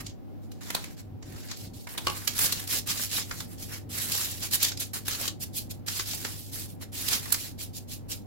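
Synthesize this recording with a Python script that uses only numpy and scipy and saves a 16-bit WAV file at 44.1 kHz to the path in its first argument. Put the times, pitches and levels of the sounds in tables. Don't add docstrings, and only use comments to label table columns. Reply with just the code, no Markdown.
import sys
import numpy as np
from scipy import signal
from scipy.fft import rfft, irfft
from scipy.io import wavfile
from scipy.ndimage import uniform_filter1d, map_coordinates

SR = 44100
rng = np.random.default_rng(int(sys.argv[2]) if len(sys.argv) > 2 else 0)


def inscribe(sig):
    pcm = np.round(np.clip(np.atleast_2d(sig).T, -1, 1) * 32767)
    wavfile.write(sys.argv[1], SR, pcm.astype(np.int16))


N = 364266
TIME = np.arange(N) / SR
FREQ = np.maximum(np.fft.rfftfreq(N, 1 / SR), 1)
SIDES = np.array([[.5], [-.5]])


def amp(db):
    return 10 ** (np.asarray(db) / 20)


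def unit(x):
    return x / np.sqrt(np.mean(x ** 2))


def shape(x, gain):
    return irfft(rfft(x) * gain, N)


def colour(points):
    hz, db = np.transpose(points)
    return amp(np.interp(np.log(FREQ), np.log(hz), db))


def below(hz, order=8):
    return 1 / np.sqrt(1 + (FREQ / hz) ** (2 * order))


def resonance(hz, width):
    return 1 / np.sqrt(1 + (2 * (FREQ - hz) / width) ** 2)


def noise():
    return rng.standard_normal((2, N))


def walk(per_s):
    knots = rng.standard_normal(N // 16)
    return unit(np.interp(TIME * per_s, np.arange(len(knots)), knots))


def burst(at, rise_ms, decay_ms):
    ms = (TIME - at) * 1000
    fall = np.where(ms < 0, (ms / rise_ms) ** 2, ms / decay_ms)
    return np.exp(-np.minimum(fall, 20))


def widen(x, centred_rad=.33, wide_rad=2.74, halfway_rad=1.73, halfway_from_s=2.05, slew_s=.011):
    # (start [s], end [s])
    centred_spells = [(0, 0.11), (1.02, 1.17), (1.24, 1.36), (1.62, 1.78), (3.83, 4)]
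    angle = np.where(TIME < halfway_from_s, wide_rad, halfway_rad)
    for start, end in centred_spells:
        angle[(TIME >= start) & (TIME < end)] = centred_rad
    phase = uniform_filter1d(angle, int(slew_s * SR)) * SIDES
    return np.real(signal.hilbert(x) * np.exp(1j * phase))


def kitchen(rumble_db=-45, sway_db=1, hum_hz=100, hum_db=-45, bass_edge_hz=190):
    # (frequency [Hz], level [dB])
    room_tone = [(20, -12.5), (35, 2), (55, -3.5), (75, 2), (140, 1), (200, 0.5), (280, 0), (420, -10.5),
                 (600, -13), (700, -18.5), (750, -11.5), (820, -18), (1100, -27), (2000, -33.5),
                 (5000, -41), (9000, -49.5), (14000, -39.5)]
    level = amp(rumble_db + sway_db * walk(9))
    diffuse = level * unit(shape(noise(), colour(room_tone)))
    shared = level * unit(shape(noise()[0], colour(room_tone)))
    bass = below(bass_edge_hz, order=2)
    hum = amp(hum_db) * unit(np.sin(2 * np.pi * hum_hz * TIME))
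    return widen(hum + shape(shared, bass)) + shape(diffuse, np.sqrt(1 - bass ** 2))


def creases(x, spread_db=2, width_hz=350, hold_s=.022):
    hz, seconds, frames = signal.stft(x, SR, nperseg=512)
    field = rng.standard_normal((400, 600))
    place = np.meshgrid(hz / width_hz, seconds / hold_s, indexing="ij")
    gain = amp(spread_db * map_coordinates(field, place, order=3, mode="wrap"))
    return signal.istft(frames * gain, SR)[1][:, :N]


def crinkles(per_s=30, size_db=2, decay_ms=3):
    gives = rng.random(N) < per_s / SR
    lift_db = size_db * np.minimum(rng.exponential(size=N) + 1, 3)
    return signal.lfilter([1], [1, -np.exp(-1000 / (decay_ms * SR))], gives * lift_db)


def sheet(drive, body_edge_hz=2500, air_edge_hz=8500):
    # (frequency [Hz], level [dB])
    paper_colour = [(250, 2), (500, -1.5), (800, -2.5), (1200, 0.5), (1800, 2.5), (2600, -1.5), (4300, 4),
                    (5500, 3.5), (6400, 2), (7400, 1.5), (8700, -13), (11500, -8), (13200, -9),
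                    (16000, -14.5)]
    spectrum = rfft(drive) * colour(paper_colour)
    low, mid = below(body_edge_hz), below(air_edge_hz, order=16)
    bands = low, np.sqrt(1 - low ** 2) * mid, np.sqrt(1 - mid ** 2)
    return [unit(irfft(spectrum * band, N)) for band in bands]


def moves(pat_air_db=.5, settle_db=-6, settle_t60_s=.18, step_s=.001):
    # (start [s], length [s], fastest at [share of length], hiss [dB], body [dB re hiss],
    # air [dB re hiss])
    rolls = [(-0.002, 0.023, 0.53, -46.5, 0, -1), (0.04, 0.088, 0.34, -54.5, -12.0, -11.5),
             (0.414, 0.071, 0.38, -69.5, -15, 1), (0.506, 0.11, 0.3, -65.0, -16, -7.0),
             (0.607, 0.35, 0.27, -49, -3.5, -3), (0.964, 0.058, 0.44, -52.0, -8.5, -4.0),
             (1.212, 0.372, 0.49, -54.5, -3, -2.5), (1.482, 0.077, 0.29, -47, -5, -7),
             (1.551, 0.14, 0.46, -48.5, -15.0, -2), (1.733, 0.14, 0.3, -54, -21, -1),
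             (1.885, 0.097, 0.16, -50.5, -2.5, 2.5)]
    pulls = [(1.941, 0.431, 0.56, -47.5, -3, 1.5), (2.265, 0.44, 0.44, -39, -7.5, -1),
             (2.356, 0.12, 0.62, -28.5, -7.5, 2), (2.667, 0.14, 0.52, -30.5, -10.5, -1),
             (2.856, 0.093, 0.53, -33, -10.5, -1), (2.919, 0.18, 0.39, -36.0, -11.5, 0.5),
             (3.085, 0.15, 0.57, -31, -13, -3), (3.227, 0.26, 0.5, -48.5, -8.5, 1),
             (3.465, 0.11, 0.55, -56.5, -4.5, 4.5), (3.571, 0.12, 0.45, -46, -15, -0.5),
             (3.674, 0.12, 0.53, -43, -4.5, -1), (3.889, 0.42, 0.37, -37.5, -8.5, 0.5),
             (4.101, 0.19, 0.35, -31.5, -11.5, -1.5), (4.206, 0.212, 0.34, -40.5, -11.5, 0),
             (4.377, 0.097, 0.73, -33, -11.5, -1), (4.497, 0.073, 0.69, -26.5, -14.5, -1),
             (4.578, 0.13, 0.63, -28, -13, -6.0), (5.049, 0.15, 0.39, -37.5, -7.5, -2.5),
             (5.165, 0.13, 0.52, -37, -7.5, -1), (5.861, 0.21, 0.37, -36, -13.5, -2),
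             (6.054, 0.16, 0.31, -37.5, -14.5, -1.0), (6.162, 0.22, 0.48, -43, -8.5, 0.0),
             (6.322, 0.23, 0.32, -51, -18, 2.5), (6.513, 0.162, 0.35, -41, -13, 2),
             (6.668, 0.071, 0.56, -54, -18, 4.5), (6.774, 0.071, 0.82, -46.5, -1.5, -0.5),
             (6.917, 0.29, 0.35, -40, -10.5, 1), (7.047, 0.148, 0.64, -32.0, -8.5, -0.5),
             (7.168, 0.22, 0.37, -45.0, -5.5, -0.5), (7.315, 0.22, 0.41, -42.5, -10, 0.5)]
    pats = [(4.784, 0.067, 0.49, -33.5, -14), (4.932, 0.109, 0.1, -37.5, -5.5),
            (5.387, 0.067, 0.6, -38.5, -14.5), (5.517, 0.1, 0.61, -34.5, -22),
            (5.69, 0.042, 0.55, -42, -16), (7.565, 0.1, 0.58, -40.5, -18), (7.721, 0.094, 0.51, -45, -18),
            (7.868, 0.13, 0.43, -45, -16.0), (8.078, 0.088, 0.49, -36.5, -13.5)]
    roll_power, pull_power, pat_power = .73, 1, 1.82
    strokes = [(*roll, roll_power) for roll in rolls]
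    strokes += [(*pull, pull_power) for pull in pulls]
    strokes += [(*pat, pat_air_db, pat_power) for pat in pats]
    t = np.arange(0, N / SR, step_s)
    energy = 1e-12
    for start, length, fastest, db, body_db, air_db, power in strokes:
        progress = np.clip((t - start) / length, 0, 1)
        skew = np.log(.5) / np.log(np.clip(fastest, .1, .9))
        speed = np.abs(np.sin(np.pi * progress ** skew))
        band_gains = amp(db + np.array([body_db, 0, air_db]))
        energy = energy + np.outer(band_gains, speed ** power) ** 2
    retained = np.exp(-2 * np.log(1000) * step_s / settle_t60_s)
    settling = amp(settle_db) ** 2 * signal.lfilter([1 - retained], [1, -retained], energy)
    return [np.interp(TIME, t, 10 * np.log10(band)) for band in energy + settling]


def sliding(slips_per_s=1800, size_db=3, grit_db=-14.5, judder_db=1, grip_db=.97, flicker_db=1.3):
    slips = rng.random(N) < slips_per_s / SR
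    sizes = amp(size_db * np.minimum(rng.exponential(size=N), 5))
    grains = uniform_filter1d(slips * sizes, size=8)
    friction = creases(noise() * (1 + amp(grit_db) * unit(grains)))
    pressure_db = judder_db * walk(170) + crinkles() + grip_db * walk(35)
    balance_db = 0, -.8, .6
    return sum(band * amp(move_db + pressure_db + band_db + flicker_db * walk(60))
               for band, move_db, band_db in zip(sheet(friction), moves(), balance_db))


def snaps(rise_ms=3.86, decay_ms=4.8, gain_db=-.84, board_hz=1250, board_width_hz=1500):
    # (time [s], hiss [dB], body [dB re hiss], air [dB re hiss], left minus right [dB])
    buckles = [(0.068, -33.5, -19, -12, -1), (0.5195, -46.5, -8, -2, -1), (1.2293, -45.5, -4.5, -17, 0),
               (1.516, -32, -9, -11, 1), (2.2783, -20, -12.5, -3, -2.5), (2.3926, -24.5, -7, 4.5, 2),
               (2.464, -25.5, -19, 0, 1), (2.5264, -23, -12, 2, 1.5), (2.677, -34.5, -19, 3, 1),
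               (2.876, -36, -3, 5, -3), (2.907, -30.5, -11, -2, -7), (2.998, -37, 3.5, -5, 2),
               (3.185, -34, 3.5, -10, -1), (3.3143, -32.5, 4, -22, 1.5), (3.4066, -33.5, -5, -4, -2),
               (4.122, -27, -14, 3, 1), (4.514, -37, -15, 3, 0), (4.6314, -20.5, -15, 3, -1),
               (4.7214, -32.5, -8, -25, -2), (4.776, -33.5, -20, -6, 0), (4.804, -36.5, -17, 11, 2),
               (5.084, -29.5, -0.5, 6.5, 2.5), (5.2813, -24, -11, -5, 2), (5.885, -26, -7.5, -11, -3.5),
               (5.9982, -25, -5.5, -23, 1), (6.136, -31, -7, -8, -1), (6.2513, -28, -0.5, -26, -1.5),
               (7.0864, -26, -29, 0.5, -8), (7.1335, -22, -20, -11, -7), (7.2594, -42.5, 3, 3, -4),
               (7.326, -23, -10.5, 8.5, -4), (7.346, -26.5, -5.5, -2, 1.5)]
    body, hiss, air = sheet(creases(noise()))
    body = unit(shape(body, resonance(board_hz, board_width_hz)))
    out = 0
    for at, db, body_db, air_db, pan_db in buckles:
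        crackle = hiss + amp(body_db) * body + amp(air_db) * air
        out += amp(db + gain_db + pan_db * SIDES) * burst(at, rise_ms, decay_ms) * crackle
    return out


def roller_knocks(rise_ms=3.1, tick_db=-11, gain_db=-2.5, accent_db=-1, accent_width_hz=600):
    # (time [s], level [dB], most excited resonance [Hz], decay [ms])
    knocks = [(0.706, -23, 1880, 3.2), (0.7506, -17.5, 3930, 4.9), (0.767, -33, 1400, 12),
              (0.844, -28.5, 2200, 2.3), (1.8735, -33, 2080, 6), (1.9526, -39, 1900, 7.7),
              (1.98, -23.5, 3620, 8.1)]
    # (frequency [Hz], width [Hz], level [dB])
    frame_modes = [(322, 92, -8), (705, 150, -6), (970, 87, -3), (1520, 320, -11), (3060, 310, -19),
                   (4050, 160, -34), (4640, 130, -28), (6090, 200, -14)]
    frame_power = amp(tick_db) ** 2
    frame_power += sum((amp(db) * resonance(hz, width)) ** 2 for hz, width, db in frame_modes)
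    rattle, out = noise(), 0
    for at, db, hz, decay_ms in knocks:
        accent = amp(accent_db) * resonance(hz, accent_width_hz)
        response = np.sqrt(frame_power + accent ** 2)
        contact = below(200000 * amp(db), order=1)
        knock = unit(shape(rattle, response * contact))
        out += amp(db + gain_db) * burst(at, rise_ms, decay_ms) * knock
    return out


def roller_landing(rise_ms=3, crack_ms=2.1, crack_hz=5500, ring_db=-9):
    # (time [s], level [dB])
    contacts = [(2.0718, -18.5), (2.084, -26.5), (2.101, -26)]
    # (frequency [Hz], level [dB], time to fall 60 dB [s])
    ring_modes = [(838, -4, .11), (1070, -4, .12), (1135, 0, .15), (1220, -6, .11), (2835, -4, .08),
                  (2925, -2, .09), (180, -15, .2), (253, -14, .2), (370, -12, .15), (560, -11, .09),
                  (1631, -12, .09), (4110, -9, .07), (4270, -10, .08), (4850, -12, .07), (5130, -12, .07)]
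    crack = unit(shape(noise(), below(crack_hz, order=2)))
    out = sum(amp(db) * burst(at, rise_ms, crack_ms) for at, db in contacts) * crack
    first_at, first_db = contacts[0]
    for hz, mode_db, t60 in ring_modes:
        fade = burst(first_at, rise_ms, t60 * 1000 / np.log(1000))
        tone = np.sin(2 * np.pi * (hz * TIME + rng.random((2, 1))))
        out += amp(first_db + mode_db + ring_db) * fade * tone
    return out


def room(x, wet_db, t60, damp_hz=9000, gap_s=.005):
    t = TIME[:SR // 2]
    reflections = shape(noise(), below(damp_hz, order=1))[:, :len(t)]
    tail = reflections * amp(-60 * t / t60) * (t > gap_s)
    tail /= np.sqrt(np.sum(tail ** 2, axis=1, keepdims=True))
    return x + amp(wet_db) * signal.fftconvolve(x, tail, axes=1)[:, :N]


def scene():
    # (frequency [Hz], left minus right [dB])
    balance = [(400, 0), (1500, -1.5), (4500, -0.5), (7500, -1), (9000, -5.5), (11000, -7), (13000, 0),
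               (15500, -8.5)]
    paper = room(sliding(), wet_db=-13.5, t60=.18) + room(snaps(), wet_db=-9, t60=.16)
    roller = room(roller_knocks() + roller_landing(), wet_db=-10.5, t60=.28)
    return shape(paper + roller, colour(balance) ** SIDES) + kitchen()


def record(dry):
    ceiling, top_hz = .85, 15900
    rounded = dry / (1 + (dry / ceiling) ** 4) ** (1 / 4)
    return signal.sosfilt(signal.ellip(10, .2, 70, top_hz, fs=SR, output="sos"), rounded)


dry = scene()
out = record(dry)
inscribe(out)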